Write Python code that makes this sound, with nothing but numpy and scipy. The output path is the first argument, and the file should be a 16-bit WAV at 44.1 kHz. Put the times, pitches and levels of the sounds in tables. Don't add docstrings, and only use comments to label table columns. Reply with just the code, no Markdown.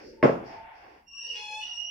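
import sys
import numpy as np
from scipy import signal
from scipy.io import wavfile

SR = 44100
rng = np.random.default_rng(int(sys.argv[2]) if len(sys.argv) > 2 else 0)


def to_wav(s):
    ch = np.atleast_2d(s).T
    pcm = np.round(np.clip(ch, -1, 1) * 32767)
    wavfile.write(sys.argv[1], SR, pcm.astype(np.int16))


N = 83790
T = np.arange(N) / SR


def from_db(db):
    return 10 ** (np.asarray(db) / 20)


def rms_one(x):
    return x / np.sqrt(np.mean(x ** 2) + 1e-20)


def in_time(rows):
    time_s, *columns = np.transpose(rows)
    return [np.interp(T, time_s, column) for column in columns]


def at_hz(points, hz):
    freq_hz, values = np.transpose(points)
    return np.interp(np.log(hz), np.log(freq_hz), values)


def pan(db):
    return from_db(np.vstack([db, -db]) / 2)


def butter(x, hz, kind="low", order=2):
    return signal.sosfilt(signal.butter(order, hz, kind, fs=SR, output="sos"), x + 1e-18)


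def delay(x, delay_s):
    return np.interp(T - delay_s, T, x, left=0)


def decay(t60_s):
    return from_db(-60 * T / t60_s)


def ring(hz, t60_s, phase_rad=0):
    return np.sin(2 * np.pi * hz * T + phase_rad) * decay(t60_s)


def drift(rate_hz):
    pole = np.exp(-2 * np.pi * rate_hz / SR)
    wander = signal.lfilter([1], [1, -2 * pole, pole * pole], rng.standard_normal(2 * N))
    return rms_one(wander)[N:]


def slip_phase(hz, jitter):
    return 2 * np.pi * np.cumsum(hz * (1 + jitter * drift(rate_hz=130))) / SR


def hoarse(phase, rasp, width_hz):
    a, b = rms_one(butter(butter(rng.standard_normal((2, N)), width_hz), width_hz))
    steady = np.sqrt(2 * (1 - rasp ** 2)) * np.sin(phase)
    return steady + rasp * (a * np.sin(phase) + b * np.cos(phase))


# freq_hz, left_right_correlation
COHERENCE = [(40, 1), (150, 0.88), (300, 0.82), (600, -0.0043), (1200, -0.21), (3000, 0.15), (6000, -0.13),
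             (12000, 1)]


def noise_bands():
    edges_hz = 22 * 2 ** (np.arange(30) / 3)
    centres_hz = np.sqrt(edges_hz[1:] * edges_hz[:-1])
    white = rng.standard_normal((2, 2, N + SR // 2))
    bands = []
    for k, alike in enumerate(at_hz(COHERENCE, centres_hz)):
        mid, side = butter(white[k % 2], edges_hz[k:k + 2], "band", order=3)[:, -N:]
        bands.append(np.sqrt(1 + alike) * mid + np.sqrt(1 - alike) * side * [[1], [-1]])
    return centres_hz, np.array(bands)


def coloured(noise, spectrum):
    hz, bands = noise
    gains = from_db(at_hz(spectrum, hz))
    return rms_one(np.tensordot(gains, bands, 1))


# freq_hz, relative_density_db
AIR_SPECTRUM = [(25, -3), (65, 6.5), (100, -10), (200, -2), (500, -16.5), (1500, -38.5), (4000, -31),
                (15000, -32)]


def still_air(level_db=-71):
    return from_db(level_db) * coloured(noise_bands(), AIR_SPECTRUM)


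# time_s, low_db, middle_db, upper_db, hiss_db
RUB_LEVELS = [(0, -52, -52.5, -54.5, -63), (0.091, -46.5, -72.5, -65.5, -59),
              (.15, -50.5, -100, -67.5, -67.5), (0.198, -51.5, -79.5, -70.5, -76.5),
              (.42, -68, -49, -58, -86), (0.468, -54, -49.5, -55.5, -60), (0.539, -56, -45, -52.5, -62),
              (.62, -63.5, -56, -57.5, -72), (.7, -73, -51.5, -55, -89), (.77, -71, -56, -58, -69),
              (.85, -59, -53, -58, -72.5), (0.982, -62, -60, -63, -74.5), (1.062, -83, -68, -75, -88),
              (1.189, -85.5, -86.5, -94, -96), (1.27, -68.5, -73.5, -77, -58),
              (1.391, -71.5, -73.5, -62, -51), (1.551, -78.5, -61.5, -86, -76),
              (1.68, -73, -60, -63.5, -61), (1.78, -93, -64, -75, -68), (1.9, -93.5, -67, -85, -68.5)]
RUB_TRIMS = [0, 1, 1, 1]
# freq_hz, relative_density_db
RUB_SPECTRA = [
    [(60, -11.5), (160, -14.5), (300, -2.5), (470, 3), (560, -10.5), (700, -31), (1200, -54)],
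    [(300, -47.5), (560, -14.5), (740, 3), (920, 5.5), (1100, -18), (2000, -60.5)],
    [(800, -50), (1300, -2.5), (1700, 1.5), (2800, -5), (3500, -19.5), (7000, -56)],
    [(2500, -49), (4000, -21), (4700, 4), (5150, 14.5), (5600, 9), (6200, -7.5), (7200, -22.5),
     (12000, -47)],
]


def rubbing():
    noise = noise_bands()
    return sum(from_db(level_db + trim_db) * coloured(noise, spectrum)
               for level_db, trim_db, spectrum in zip(in_time(RUB_LEVELS), RUB_TRIMS, RUB_SPECTRA))


# start_s, length_s, start_hz, end_hz, width_hz, level_db
HOOT_GLIDES = [(0.129, 0.17, 910, 886, 17, -52.5), (0.437, 0.35, 888, 882, 28, -54.5),
               (0.462, 0.27, 681.3, 705.4, 28.6, -59), (1.099, 0.11, 1126, 1123, 48, -59.5),
               (1.104, 0.21, 1560, 1770, 84, -74.5), (1.212, 0.27, 579.4, 367.2, 50.5, -60.5),
               (1.3, 0.15, 2328, 2214, 151, -55.5), (1.321, 0.17, 996, 945, 46, -56.5),
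               (1.464, 0.12, 523, 570, 58, -55), (1.654, 0.13, 1440, 1360, 40, -63),
               (1.776, 0.13, 749, 617, 61, -62.5)]


def hoots(fade_s=0.088):
    out = 0
    for start_s, length_s, start_hz, end_hz, width_hz, level_db in HOOT_GLIDES:
        end_s = start_s + length_s
        fade = np.clip(np.minimum(T - start_s, end_s - T) / fade_s, 0, 1)
        pitch_hz = np.interp(T, [start_s, end_s], [start_hz, end_hz])
        phase = 2 * np.pi * np.cumsum(pitch_hz) / SR
        out += from_db(level_db) * fade * hoarse(phase, rasp=1, width_hz=width_hz)
    return out


# time_s, pitch_hz, level_db, fundamental_relative_db
SQUEAK_CURVE = [(1.32, 819, -100, -15), (1.355, 836, -44.5, -10), (1.41, 851, -41.5, -0.5),
                (1.48, 845.6, -42, 4), (1.525, 848.7, -39.5, 6.5), (1.6, 865.9, -41.5, -3.5),
                (1.67, 862, -54, -7), (1.71, 870, -83.5, -6.5)]
# harmonic_number, relative_db
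SQUEAK_HARMONICS = [(2, -15.5), (3, 6), (4, 1.5), (5, -5.5), (6, -5.5), (7, -8), (8, -19), (9, -20.5),
                    (10, -30.5), (11, -28), (12, -21), (13, -26)]


def squeak():
    pitch_hz, level_db, fundamental_db = in_time(SQUEAK_CURVE)
    phase = slip_phase(pitch_hz, jitter=0.0053)
    tilt_db_per_harmonic = 0.35 * (level_db - level_db.max())
    wave = from_db(fundamental_db) * np.sqrt(2) * np.sin(phase)
    for harmonic, relative_db in SQUEAK_HARMONICS:
        gain = from_db(relative_db + tilt_db_per_harmonic * max(harmonic - 9.4, 0))
        wave += gain * hoarse(harmonic * phase, rasp=0.43, width_hz=61)
    gate = (T > SQUEAK_CURVE[0][0]) * (T < SQUEAK_CURVE[-1][0])
    return from_db(level_db) * rms_one(wave) * gate


# time_s, pitch_hz, jitter_fraction
SQUEAL_GLIDE = [(1.05, 2775, .005), (1.16, 2805, .006), (1.25, 2800, .008), (1.29, 2850, .018),
                (1.38, 2820, .018), (1.6, 2900, .013), (1.71, 2878, .005), (1.745, 2805, .006),
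                (1.8, 2864, .005), (1.86, 2860, .005), (1.9, 2895, .004)]
# time_s, fundamental_db, octave_db, rasp_fraction, undertone_db, pan_db
SQUEAL_LEVELS = [(1.05, -88.5, -103, .27, -100, 2.5), (1.083, -55.5, -51, 0.27, -100, -8.5),
                 (1.14, -50, -51.5, 0.57, -105, 5.5), (1.2, -44, -44.5, 0.87, -78, 1),
                 (1.235, -46, -41.5, 1, -60, 5), (1.255, -37, -48.5, 0.55, -62, -6),
                 (1.275, -47.5, -51.5, 1, -59.5, 4.5), (1.31, -38, -47, 1, -75, -3),
                 (1.36, -46, -54, 1, -52, 6), (1.43, -61.5, -61, .7, -92, -9),
                 (1.59, -73, -73, 0.31, -84, 7), (1.615, -43, -55, 1, -61.5, 2),
                 (1.71, -43, -54.5, 0.45, -61, -3.5), (1.745, -45.5, -42, 0.79, -67.5, 2.5),
                 (1.8, -43, -56.5, 0.56, -67.5, -13.5), (1.9, -41, -52, 0.6, -92, 7.5)]


def squeal():
    pitch_hz, jitter = in_time(SQUEAL_GLIDE)
    fundamental_db, octave_db, rasp, undertone_db, pan_db = in_time(SQUEAL_LEVELS)
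    phase = slip_phase(pitch_hz, jitter)
    under_phase = slip_phase(pitch_hz / 3, jitter=0.022)
    third_db = fundamental_db + octave_db + 19
    tone = 0
    for harmonic, level_db in enumerate([fundamental_db, octave_db, third_db], 1):
        flutter_db = 1.5 * drift(rate_hz=61)
        tone += from_db(level_db + flutter_db) * hoarse(harmonic * phase, rasp, width_hz=108)
    undertones = from_db(undertone_db) * sum(np.sin(k * under_phase) for k in (1, 2, 4, 5)) / np.sqrt(2)
    return pan(pan_db) * (tone + undertones) * (T > SQUEAL_LEVELS[0][0])


def in_room(x, direct_db=-2.5, air_loss_hz=6430):
    scatter = rng.standard_normal((2, N))
    low = butter(scatter, air_loss_hz, order=7) * decay(t60_s=0.42)
    high = butter(scatter, air_loss_hz, "high", order=7) * decay(t60_s=0.29)
    response = low + high
    response /= np.sqrt(np.sum(response ** 2) / 2)
    return from_db(direct_db) * x + signal.fftconvolve(x, response, axes=1)[:, :N]


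# freq_hz, relative_density_db
TAIL_SPECTRUM = [(40, -33), (90, -28.5), (135, -10.5), (300, -2), (500, -1.5), (850, -9.5), (1150, -10),
                 (2500, -20), (3100, -29), (4000, -40), (5500, -31), (7500, -62), (12000, -57),
                 (16000, -73)]
# freq_hz, t60_s
TAIL_DECAY = [(60, 1.9), (150, 0.56), (500, 0.46), (1000, 0.47), (2000, 0.36), (5000, .38), (11000, 0.68)]


def room_tail(level_db=-16.5, build_s=0.0066):
    hz, bands = noise_bands()
    gains = from_db(at_hz(TAIL_SPECTRUM, hz))
    tail = sum(gain * band * decay(t60_s) for gain, band, t60_s in zip(gains, bands, at_hz(TAIL_DECAY, hz)))
    tail /= np.std(np.tensordot(gains, bands, 1))
    return from_db(level_db) * tail * (1 - np.exp(-T / build_s))


# freq_hz, level_db, t60_s, pan_db
STANDING_WAVES = [(129.8, -24.5, 0.3, 0.5), (169.9, -22.5, 0.3, -1.5), (255.3, -23.5, 0.41, 1.5),
                  (294.6, -33, 0.44, 4), (372.7, -14, 0.2, 6.5), (429.3, -19, 0.37, 5.5),
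                  (471, -26.5, 0.41, -6.5), (545.4, -25, 0.39, -9.5), (574, -19, .27, -7),
                  (667, -38.5, 0.92, 2), (687, -32.5, 0.34, -5.5), (1066, -23, 0.22, 3),
                  (1123, -29.5, 0.26, 10.5)]


def room_boom(build_s=0.01, skew_rad_per_hz=0.63 / 400):
    boom = 0
    for hz, level_db, t60_s, pan_db in STANDING_WAVES:
        skew_rad = skew_rad_per_hz * hz * rng.standard_normal((2, 1))
        boom += from_db(level_db) * pan(pan_db) * ring(hz, t60_s, skew_rad)
    return boom * (1 - np.exp(-T / build_s))


# delay_s, level_db, pan_db, left_lag_s
REFLECTIONS = [(.0083, -3, 6.5, -.0005), (.0108, 0, -8, .0004), (.017, -3, -6, .0005), (.0255, 1.5, 2, 0),
               (.031, -9, 0, -.0005), (.0502, -6, -2, .0001), (.0655, -4, -1.5, 0)]


def wall_slaps(strike, cutoff_hz=1060):
    dull = butter(strike, cutoff_hz)
    slaps = 0
    for delay_s, level_db, pan_db, lag_s in REFLECTIONS:
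        sides = [delay(dull, delay_s + lag_s / 2), delay(dull, delay_s - lag_s / 2)]
        slaps += from_db(level_db) * pan(pan_db) * sides
    return slaps


def air_push(level_db=-18.5, half_width_s=0.00044):
    u = T / half_width_s - np.pi
    return from_db(level_db) * u * np.exp((1 - u ** 2) / 2)


# freq_hz, level_db, t60_s
BAT_MODES = [(238.2, -17, 0.053), (430, -11, .022), (558, -11.5, .035), (640, -16.5, 0.069),
             (888, -23.5, 0.017), (1105, -23, .03), (1545, -30.5, 0.019), (1688, -23, 0.042),
             (2148, -22, 0.036), (2480, -37, .05), (2720, -38, .045), (5190, -50.5, 0.3)]


def bat_strike(contact_hz=2210, crack_db=-15, low_cut_hz=140):
    crack = butter(butter(rng.standard_normal(N), contact_hz), contact_hz) * decay(t60_s=0.056)
    modes = sum((-1) ** k * from_db(level_db) * ring(hz, t60_s)
                for k, (hz, level_db, t60_s) in enumerate(BAT_MODES, 1))
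    strike = air_push() + from_db(crack_db) * crack + modes
    return butter(strike, low_cut_hz, "high", order=4)


def knock(start_s=0.2272):
    strike = bat_strike()
    stereo = strike + wall_slaps(strike) + room_boom() + room_tail()
    return np.array([delay(side, start_s) for side in stereo])


def scene():
    friction_tones = in_room(squeal() + pan(db=1.5) * squeak() + hoots())
    return knock() + rubbing() + friction_tones + still_air()


def record(dry):
    return signal.sosfilt(signal.ellip(10, .1, 80, 15800, fs=SR, output="sos"), dry)


dry = scene()
out = record(dry)
to_wav(out)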